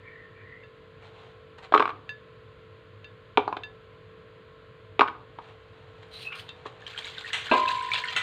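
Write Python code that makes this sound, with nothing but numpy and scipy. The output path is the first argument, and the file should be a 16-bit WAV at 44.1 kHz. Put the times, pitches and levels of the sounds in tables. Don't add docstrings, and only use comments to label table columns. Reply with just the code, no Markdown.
import sys
import numpy as np
from scipy import signal
from scipy.fft import rfft, irfft
from scipy.io import wavfile
from scipy.ndimage import uniform_filter1d

SR = 44100
rng = np.random.default_rng(int(sys.argv[2]) if len(sys.argv) > 2 else 0)


def put_to_file(sound):
    columns = np.atleast_2d(sound).T
    safe = np.clip(columns, -1, 1)
    whole_steps = np.round(safe * 32767)
    wavfile.write(sys.argv[1], SR, whole_steps.astype(np.int16))


N = 362502
TIME = np.arange(N) / SR


def from_db(db):
    return 10 ** (np.asarray(db) / 20)


def rms_one(x):
    return x / max(np.sqrt(np.mean(x ** 2)), np.finfo(float).tiny)


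def peak_one(x):
    return x / np.abs(x).max()


def at_hz(points, hz):
    table = np.array(points)
    return np.interp(np.log(hz), np.log(table[:, 0]), table[:, 1])


def in_time(rows):
    s, *columns = np.transpose(rows)
    lasts = (TIME >= s[0]) & (TIME <= s[-1])
    gate = uniform_filter1d(lasts * 1.0, size=400)
    return [np.interp(TIME, s, c) for c in columns] + [gate]


def add(out, s, sound):
    start = max(int(s * SR), 0)
    out[start:start + len(sound)] += sound[:max(N - start, 0)]


def colour(x, spectrum):
    size = 4096
    hz = np.maximum(np.fft.rfftfreq(size, 1 / SR), 5)
    bass_slope = np.minimum(hz / spectrum[0][0], 1) ** 2
    gain = from_db(at_hz(spectrum, hz)) * bass_slope
    cepstrum = irfft(np.log(gain))[:size // 2]
    response = irfft(np.exp(rfft(2 * cepstrum, size)))
    return rms_one(signal.fftconvolve(x, rms_one(response))[:len(x)])


def drift(rate):
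    knots = rng.standard_normal(N // 8)
    return rms_one(np.interp(TIME * rate, np.arange(len(knots)), knots))


def fade(t60, size):
    return np.exp(-np.log(1000) * TIME[:size] / max(t60, 1e-4))


def ring(modes, size):
    out = np.zeros(size)
    for k, (hz, db, t60) in enumerate(modes):
        sine = np.sin(2 * np.pi * hz * TIME[:size])
        out += (-1) ** k * from_db(db) * fade(t60, size) * sine
    return out


def crack(spectrum, t60, size):
    return colour(rng.standard_normal(size) * fade(t60, size), spectrum)


def soften(x, cut_hz):
    return signal.sosfilt(signal.butter(4, cut_hz, fs=SR, output="sos"), x)


def swell(s, db, half_length):
    return from_db(db) * np.exp(-((TIME - s) / half_length) ** 2)


# (multiple of the shaft rate, middle level [dB rms])
SHAFT_HARMONICS = [(1, -84), (8, -73.5), (9, -57), (10, -60.5), (11, -69), (12, -85), (13, -74), (21, -74),
                   (22, -71.5), (27, -71.5), (28, -76.5)]
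SHAFT_HZ = 49.16
MAINS_HZ, MAINS_DB = 100, -63.5
# (frequency [Hz], density [dB per Hz, relative])
RUMBLE_COLOUR = [(30, -26), (48, -1.5), (75, -1.5), (92, 4), (112, 7.5), (135, 0.5), (170, 0), (215, -10),
                 (300, -7.5), (450, -7), (650, -11), (900, -52)]
# (frequency [Hz], density [dB per Hz, relative])
AIR_COLOUR = [(750, -11), (900, -11), (1040, 1), (1200, -6), (1450, -3), (2200, -9), (3300, -11),
              (4200, -17), (4800, -25), (5500, -42), (7000, -33), (8500, -43), (10500, -46), (15000, -49)]
RUMBLE_DB, AIR_DB = -55, -59


def motor(waver_db=1.0, mains_waver_db=5.5):
    turns = 2 * np.pi * np.cumsum(SHAFT_HZ * (1 + 0.001 * drift(1.8))) / SR
    hum = np.zeros(N)
    for multiple, db in SHAFT_HARMONICS:
        phase = round(multiple) * turns + rng.uniform(0, 2 * np.pi)
        hum += from_db(db + waver_db * drift(4.8)) * np.sin(phase)
    mains_level = from_db(MAINS_DB + mains_waver_db * drift(5.5))
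    mains = mains_level * np.sin(2 * np.pi * MAINS_HZ * TIME + 0.54 * drift(5.6))
    rumble = from_db(RUMBLE_DB) * colour(rng.standard_normal(N), RUMBLE_COLOUR)
    air = from_db(AIR_DB) * colour(rng.standard_normal(N), AIR_COLOUR)
    return np.sqrt(2) * (hum + mains) + rumble + air


# (frequency [Hz], t60 [s])
KITCHEN_DECAY = [(200, 0.67), (500, 0.48), (1100, 0.42), (2500, 0.3), (8000, 0.38)]


def kitchen(x, first_s=0.0039, early_db=7, size=20000):
    edges = [100, 350, 750, 1600, 3500, 16000]
    early = from_db(early_db) * fade(.09, size)
    response = np.zeros(size)
    for low, high in zip(edges, edges[1:]):
        band_filter = signal.butter(2, [low, high], "band", fs=SR, output="sos")
        band = signal.sosfilt(band_filter, rng.standard_normal(size))
        tail = fade(at_hz(KITCHEN_DECAY, np.sqrt(low * high)), size)
        response += band * (tail + early)
    response *= np.clip(TIME[:size] / first_s - .5, 0, 1)
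    return signal.fftconvolve(x, response / np.sqrt(np.sum(response ** 2)))[:N]


# (time [s], level [dB], half length [s])
HANDLING_SWELLS = [(1.051, -54.5, 0.039), (1.213, -56.5, .1), (1.587, -43.5, 0.0057), (1.643, -44.5, 0.017),
                   (5.473, -59.5, 0.074), (6.032, -50, 0.004), (6.457, -58.5, 0.83), (6.665, -40.5, 0.0073)]
# (frequency [Hz], density [dB per Hz, relative])
HANDLING_COLOUR = [(700, 4.5), (1300, -1.5), (2200, -3.5), (3300, -5), (4200, -9), (4800, -21),
                   (5500, -27.5), (7000, -24.5), (8500, -31.5), (10500, -41.5), (15000, -57)]


def handling(grain_db=3):
    level = sum(swell(s, db, length) for s, db, length in HANDLING_SWELLS)
    grain = rng.standard_normal(N) * from_db(grain_db * drift(500))
    return level * colour(grain, HANDLING_COLOUR)


SCRAPE_ATTACK_DB_PER_S, SCRAPE_RELEASE_DB_PER_S = 480, 330


def stroke(start, length):
    early = np.maximum(start - TIME, 0)
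    late = np.maximum(TIME - start - length, 0)
    fall_db = SCRAPE_ATTACK_DB_PER_S * early + SCRAPE_RELEASE_DB_PER_S * late
    return from_db(np.maximum(-fall_db, -200))


def narrow_noise(hz, glide_hz_per_s, width_hz, s):
    phase = 2 * np.pi * (hz * TIME + glide_hz_per_s * (TIME - s) ** 2 / 2)
    core = drift(width_hz) * np.cos(phase) + drift(width_hz) * np.sin(phase)
    skirts = .5 * drift(2 * width_hz) * np.cos(phase)
    return rms_one(core + skirts)


# (start [s], length [s], relative level [dB])
SCRAPE_STROKES = [(6.147, 0.089, -42), (6.359, 0.046, -43.5)]
# (frequency [Hz], density [dB per Hz, relative])
SCRAPE_COLOUR = [(1200, -7), (2200, 3.5), (3300, 7.5), (4200, 6.5), (4800, -1), (5500, -6), (7000, -4.5),
                 (8500, -7), (10500, -28), (15000, -39.5)]
# (time [s], relative level [dB], half length [s], frequency [Hz], glide [Hz per s], width [Hz])
SQUEAKS_AND_TICK = [(0.088, -53, 0.048, 2230, 0, 297), (0.158, -51.5, 0.12, 1875, 0, 331),
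                    (0.397, -59, 0.05, 2340, 0, 401), (0.498, -52, 0.12, 1927, 900, 341.5),
                    (6.163, -42.5, 0.026, 4000, 10, 491), (6.287, -38.5, 0.029, 2623, 0, 150.8),
                    (6.335, -37, 0.017, 2610, 0, 852), (6.337, -46, 0.044, 1343, 0, 600),
                    (6.494, -37.5, 0.0068, 3615, 0, 800)]


def friction(grit_db=-4, hiss_db=-14, comb=0.2, judder_db=3.0):
    pressure = sum(from_db(db) * stroke(s, length) for s, length, db in SCRAPE_STROKES)
    noise = rng.standard_normal(N) * from_db(2.3 * drift(300))
    delay_s = .0007 * (1 + .06 * drift(12))
    noise = noise + comb * np.interp(TIME - delay_s, TIME, noise)
    grit = from_db(grit_db) * colour(noise, SCRAPE_COLOUR)
    top = [(7000, 8.5), (8800, 12), (11000, -6), (13000, 0), (15500, -11)]
    hiss = from_db(hiss_db) * colour(noise, top)
    squeaks_and_tick = np.zeros(N)
    for s, db, length, hz, glide, width in SQUEAKS_AND_TICK:
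        squeaks_and_tick += swell(s, db, length) * narrow_noise(hz, glide, width, s)
    return (pressure * (grit + hiss) + squeaks_and_tick) * from_db(judder_db * drift(70))


# (frequency [Hz], density [dB per Hz, relative])
SPLASH_COLOUR = [(600, -9), (1300, -4), (2200, -6), (3300, 0.8), (4200, -3.5), (4800, -10), (5500, -25),
                 (7000, -19.5), (8500, -27), (10500, -38), (15000, -32)]
# (time [s], ring peak [dB], loss away from 3400 Hz [dB per octave])
GLASS_TOUCHES = [(.635, -44, 2), (2.092, -26, -1.5), (3.044, -37, 10), (3.635, -28.5, 5.5),
                 (6.491, -34.5, 25)]
# (frequency [Hz], relative level [dB], t60 [s])
GLASS_MODES = [(1714, -1, .22), (2698, 0, .1), (3628, -11, .17), (4120, -23, .1), (4700, -22, .18),
               (6395, -29, .1), (8300, -39, .1)]


def glass(tick_db=-8, size=14000):
    out = np.zeros(N)
    for s, db, loss in GLASS_TOUCHES:
        modes = [(hz, g - loss * abs(np.log2(hz / 3400)), t60) for hz, g, t60 in GLASS_MODES]
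        tick = from_db(tick_db + loss / 2) * peak_one(crack(SPLASH_COLOUR, 0.015, size))
        add(out, s, from_db(db) * (peak_one(ring(modes, size)) + tick))
    return soften(out, cut_hz=8500)


# (time [s], relative level [dB])
STREAM_LEVEL = [(6.8, -57.5), (6.93, -52.5), (7.06, -47), (7.202, -50), (7.322, -46.5), (7.538, -39),
                (7.986, -43.5), (8.112, -44.5), (8.22, -39)]


def bubble(hz, cycles, rise, size=3000):
    t60, t = cycles / hz, TIME[:size]
    glide = 1 + rise * np.minimum(t / t60, 1)
    onset = 1 - np.exp(-(t * hz) ** 2)
    return onset * fade(t60, size) * np.sin(2 * np.pi * np.cumsum(hz * glide) / SR)


def bubbles(low_hz, high_hz, cycles, spread_db, count):
    out, start, end = np.zeros(N), STREAM_LEVEL[0][0], STREAM_LEVEL[-1][0]
    for when, pitch, strength in rng.random((count, 3)):
        hz = low_hz * (high_hz / low_hz) ** pitch
        gain = from_db(-spread_db * np.sqrt(strength))
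        add(out, start + when * (end - start), gain * bubble(hz, cycles, rise=.05))
    return out / np.std(out[int(start * SR):])


# (time [s], relative level [dB], starting pitch [Hz])
LARGE_PLOPS = [(6.8658, -26, 3080), (6.977, -23, 3140), (7.0454, -26, 3780), (7.182, -23.5, 3620),
               (7.2454, -27, 1850), (7.444, -51, 3080), (7.6782, -18, 2560), (7.9168, -16, 2280),
               (7.9348, -15.5, 3500), (8.0386, -21, 2070), (8.0835, -22, 3160)]
PLOP_CYCLES, SURGE_DB, SURGE_S = 75, -21, 0.022


def water(splash_db=-2, gurgle_db=-1, glug_db=-6, fizz_db=-21, drops_per_s=1500, spread_db=2.0,
          clump_db=4.0, plop_db=-1):
    level, gate = in_time(STREAM_LEVEL)
    size_db = spread_db * np.minimum(rng.exponential(1, N), 4) + clump_db * drift(100)
    sizes = from_db(size_db) * rng.choice([-1, 1], N)
    drops = sizes * (rng.random(N) < drops_per_s / SR)
    flow = from_db(splash_db) * colour(drops, SPLASH_COLOUR)
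    gurgle = from_db(gurgle_db) * bubbles(1400, 4300, cycles=50, spread_db=27, count=640)
    glugs = from_db(glug_db) * bubbles(1700, 3810, cycles=PLOP_CYCLES, spread_db=25, count=30)
    fizz = from_db(fizz_db) * bubbles(5430, 8850, cycles=77, spread_db=28, count=420)
    plops, surges = np.zeros(N), np.zeros(N)
    age = TIME[:6000] / SURGE_S
    for s, db, hz in LARGE_PLOPS:
        add(plops, s, from_db(db + plop_db) * bubble(hz, PLOP_CYCLES, rise=0.11))
        add(surges, s, from_db(db + SURGE_DB) * (1 + age) * np.exp(-age))
    stream = gate * from_db(level)
    return (stream + surges) * (flow + gurgle + fizz) + stream * glugs + plops


# (frequency [Hz], relative level [dB], t60 [s])
PLATE_MODES = [(1287, -1, 0.37), (1610, -9, 0.47), (1960, -21, .1), (2020, 6.5, 0.13), (2727, 4.5, 0.33),
               (2944, -15, .14), (3730, 2.5, .1), (3760, -10, 0.21), (4050, -16, .15), (5700, -10, 0.11),
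               (6071, -6, 0.21), (6930, -6, 0.21), (8470, -14, 0.12), (7980, -2.5, 0.2)]
BOWL_MODES = [(1305, -9, 0.31), (1440, -1.5, 0.094), (1550, -13, 0.29), (1993, -1.5, 0.28),
              (2340, -20, 0.17), (2660, 3.5, 0.15), (2730, -15, 0.12), (3600, -1, 0.11), (3597, -6, 0.23),
              (3780, -21, 0.14), (5570, -33, 0.17), (6500, -11.5, 0.058), (6860, -26, .12),
              (7800, -19, 0.23), (8950, -17, 0.073)]
POT_MODES = [(155.6, -16, 0.15), (254, -4, 0.16), (337, -8, .12), (373, -1, 0.3), (397, -6.5, 0.11),
             (613, -3, 0.5), (748, -3, 0.24), (893, 0.5, .14), (986.5, 3, 1.6), (1038.4, 3, 1.3),
             (1278, -14, 0.84), (1600, 2.5, 0.17), (2050, -14, .7), (2373, -4.5, 0.37), (2540, 0, 0.24),
             (2700, -6.5, 0.18), (3100, -22, .12), (3360, -24.5, .25), (3540, -14.5, 0.44),
             (3980, -12.5, 0.41)]
# (time [s], ring gain [dB], crack level at its onset [dB rms], crack t60 [s])
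DISH_BLOWS = [(7.331, -38, -28, 0.35), (7.513, -25.5, -18, 0.21), (8.163, -24, -25.5, 0.18)]
# (frequency [Hz], density [dB per Hz, relative])
DISH_CRACK_COLOUR = [(800, -12), (1400, -6.5), (2200, -1), (3300, 1), (4200, -8.5), (4800, -39),
                     (5500, -21), (7000, -23), (8500, -24.5), (10500, -39), (15000, -44)]
POT_CRACK_COLOUR = [(120, -21), (350, 1), (700, -2.5), (1200, 0.5), (1900, -26.5), (2700, -4),
                    (3300, -21.5), (4200, -18), (4800, -39), (5500, -48), (7000, -53), (8500, -61),
                    (10500, -59.8), (15000, -61)]


def dishes(size=40000):
    out = np.zeros(N)
    struck = [(PLATE_MODES, DISH_CRACK_COLOUR), (POT_MODES, POT_CRACK_COLOUR), (BOWL_MODES, DISH_CRACK_COLOUR)]
    for (s, ring_db, crack_db, t60), (modes, spectrum) in zip(DISH_BLOWS, struck):
        burst = crack(spectrum, t60, size)
        burst = burst / np.std(burst[:400])
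        ringing = soften(ring(modes, size), cut_hz=8200)
        add(out, s, from_db(ring_db) * ringing + from_db(crack_db) * burst)
    return out


RATTLE_START_S, RATTLE_GAP_S, RATTLE_GAP_RATIO, RATTLE_BOUNCES = 1.8244, .031, .705, 5
RATTLE_DB, RATTLE_LOSS_DB = -10, 3
RATTLE_THUD_DB, RATTLE_SNAP_DB, RATTLE_HZ = -25, -10.5, 1156


def rattle():
    gaps = RATTLE_GAP_S * RATTLE_GAP_RATIO ** np.arange(RATTLE_BOUNCES)
    times = RATTLE_START_S + np.cumsum(gaps) - gaps
    return [(s, RATTLE_DB - RATTLE_LOSS_DB * k, RATTLE_THUD_DB, RATTLE_SNAP_DB, RATTLE_HZ)
            for k, s in enumerate(times)]


# (time [s], peak level [dB], thud [dB, relative], snap [dB, relative], pitch of the knock [Hz])
CONTAINER_KNOCKS = [(1.7228, -13, -14, -11, 705), (1.7394, -1.5, -26, -26, 1180),
                    (1.7457, -8.5, -17, -2, 1120), (1.7492, -5, -3.5, -19, 1155),
                    (1.7611, -9, -13, -17, 1120), (1.777, -7, -8, -6, 1300), (1.7969, -7, -4, -11, 1160),
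                    (1.8038, -6.5, -17, -14.5, 1120), (3.3738, -1.5, -19.5, -3.5, 898),
                    (3.3778, -4.5, -0.5, -43, 835), (3.478, -12.5, -15, -24.5, 860),
                    (3.5268, -17, -32, -16, 1020), (3.568, -20, -8.5, -1.5, 760), (4.9938, -4, 0.5, 0, 843),
                    (5.009, -1, -34, -11.5, 1190), (5.0161, -2, -21, -39, 1120),
                    (5.0765, -25.5, -15, 5, 1170), (5.083, -17, -22, -3, 1110),
                    (5.387, -26.5, -20, -15.5, 920), (6.658, -25, -4.5, -27, 1100)]
# (frequency [Hz], relative level [dB], t60 [s])
THUD_MODES = [(271, -5.5, .06), (420, 10, 0.039), (560, 3, 0.032)]
# (frequency [Hz], density [dB per Hz, relative])
SNAP_COLOUR = [(1300, 6), (1500, 11.5), (1850, 0), (2350, 8.5), (2750, 1.5), (3200, 1), (3850, -1.5),
               (4500, -15.5), (5500, -28), (15000, -59)]
KNOCK_CRACK_COLOUR = [(160, -32.5), (280, -2.5), (600, -10.5), (1150, 8.5), (1700, -4.5), (2200, -74.5),
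                      (3300, -31), (4200, -22), (4800, -27.5), (5500, -37.5), (7000, -40), (8500, -47.5),
                      (10500, -74.5), (15000, -74)]


def container(knock_t60=0.02, snap_t60=0.019, crack_t60=0.035, crack_db=-7, snap_db=1, tick_db=-40, size=6000):
    tick_colour = [(3000, 19), (4300, -15), (5500, -14.0), (8000, 5.5), (10500, -14.5), (15000, -36)]
    out = np.zeros(N)
    for s, db, thud_db, snap, hz in list(CONTAINER_KNOCKS) + rattle():
        knock = rms_one(ring([(hz, 0, knock_t60)], size))
        thud = from_db(thud_db) * rms_one(ring(THUD_MODES, size))
        hit = soften(knock - thud, cut_hz=3230)
        hit = hit + from_db(snap + snap_db) * rms_one(crack(SNAP_COLOUR, snap_t60, size))
        hit = hit + from_db(crack_db) * rms_one(crack(KNOCK_CRACK_COLOUR, crack_t60, size))
        add(out, s, from_db(db) * peak_one(hit))
        tick = crack(tick_colour, 0.003, size=1000)
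        add(out, s, from_db(db + tick_db) * peak_one(tick))
    return signal.sosfilt(signal.butter(4, 245, "high", fs=SR, output="sos"), out)


def scene():
    sources = [  # (sound, share sent to the room [dB])
        (friction() + handling(), -5.5), (water(), -7.5), (dishes(), -8.5),
        (container(), -10.5), (glass(), -16.0)]
    direct = sum(sound for sound, _ in sources)
    room = kitchen(sum(from_db(share_db) * sound for sound, share_db in sources))
    return (direct + room + motor())[None]


CUTOFF_HZ = 15500


def record(dry):
    limited = np.clip(dry, -1, 1)
    drooped = signal.sosfilt(signal.butter(2, 13000, fs=SR, output="sos"), limited)
    return signal.sosfilt(signal.ellip(10, .1, 80, CUTOFF_HZ, fs=SR, output="sos"), drooped)


dry = scene()
out = record(dry)
put_to_file(out)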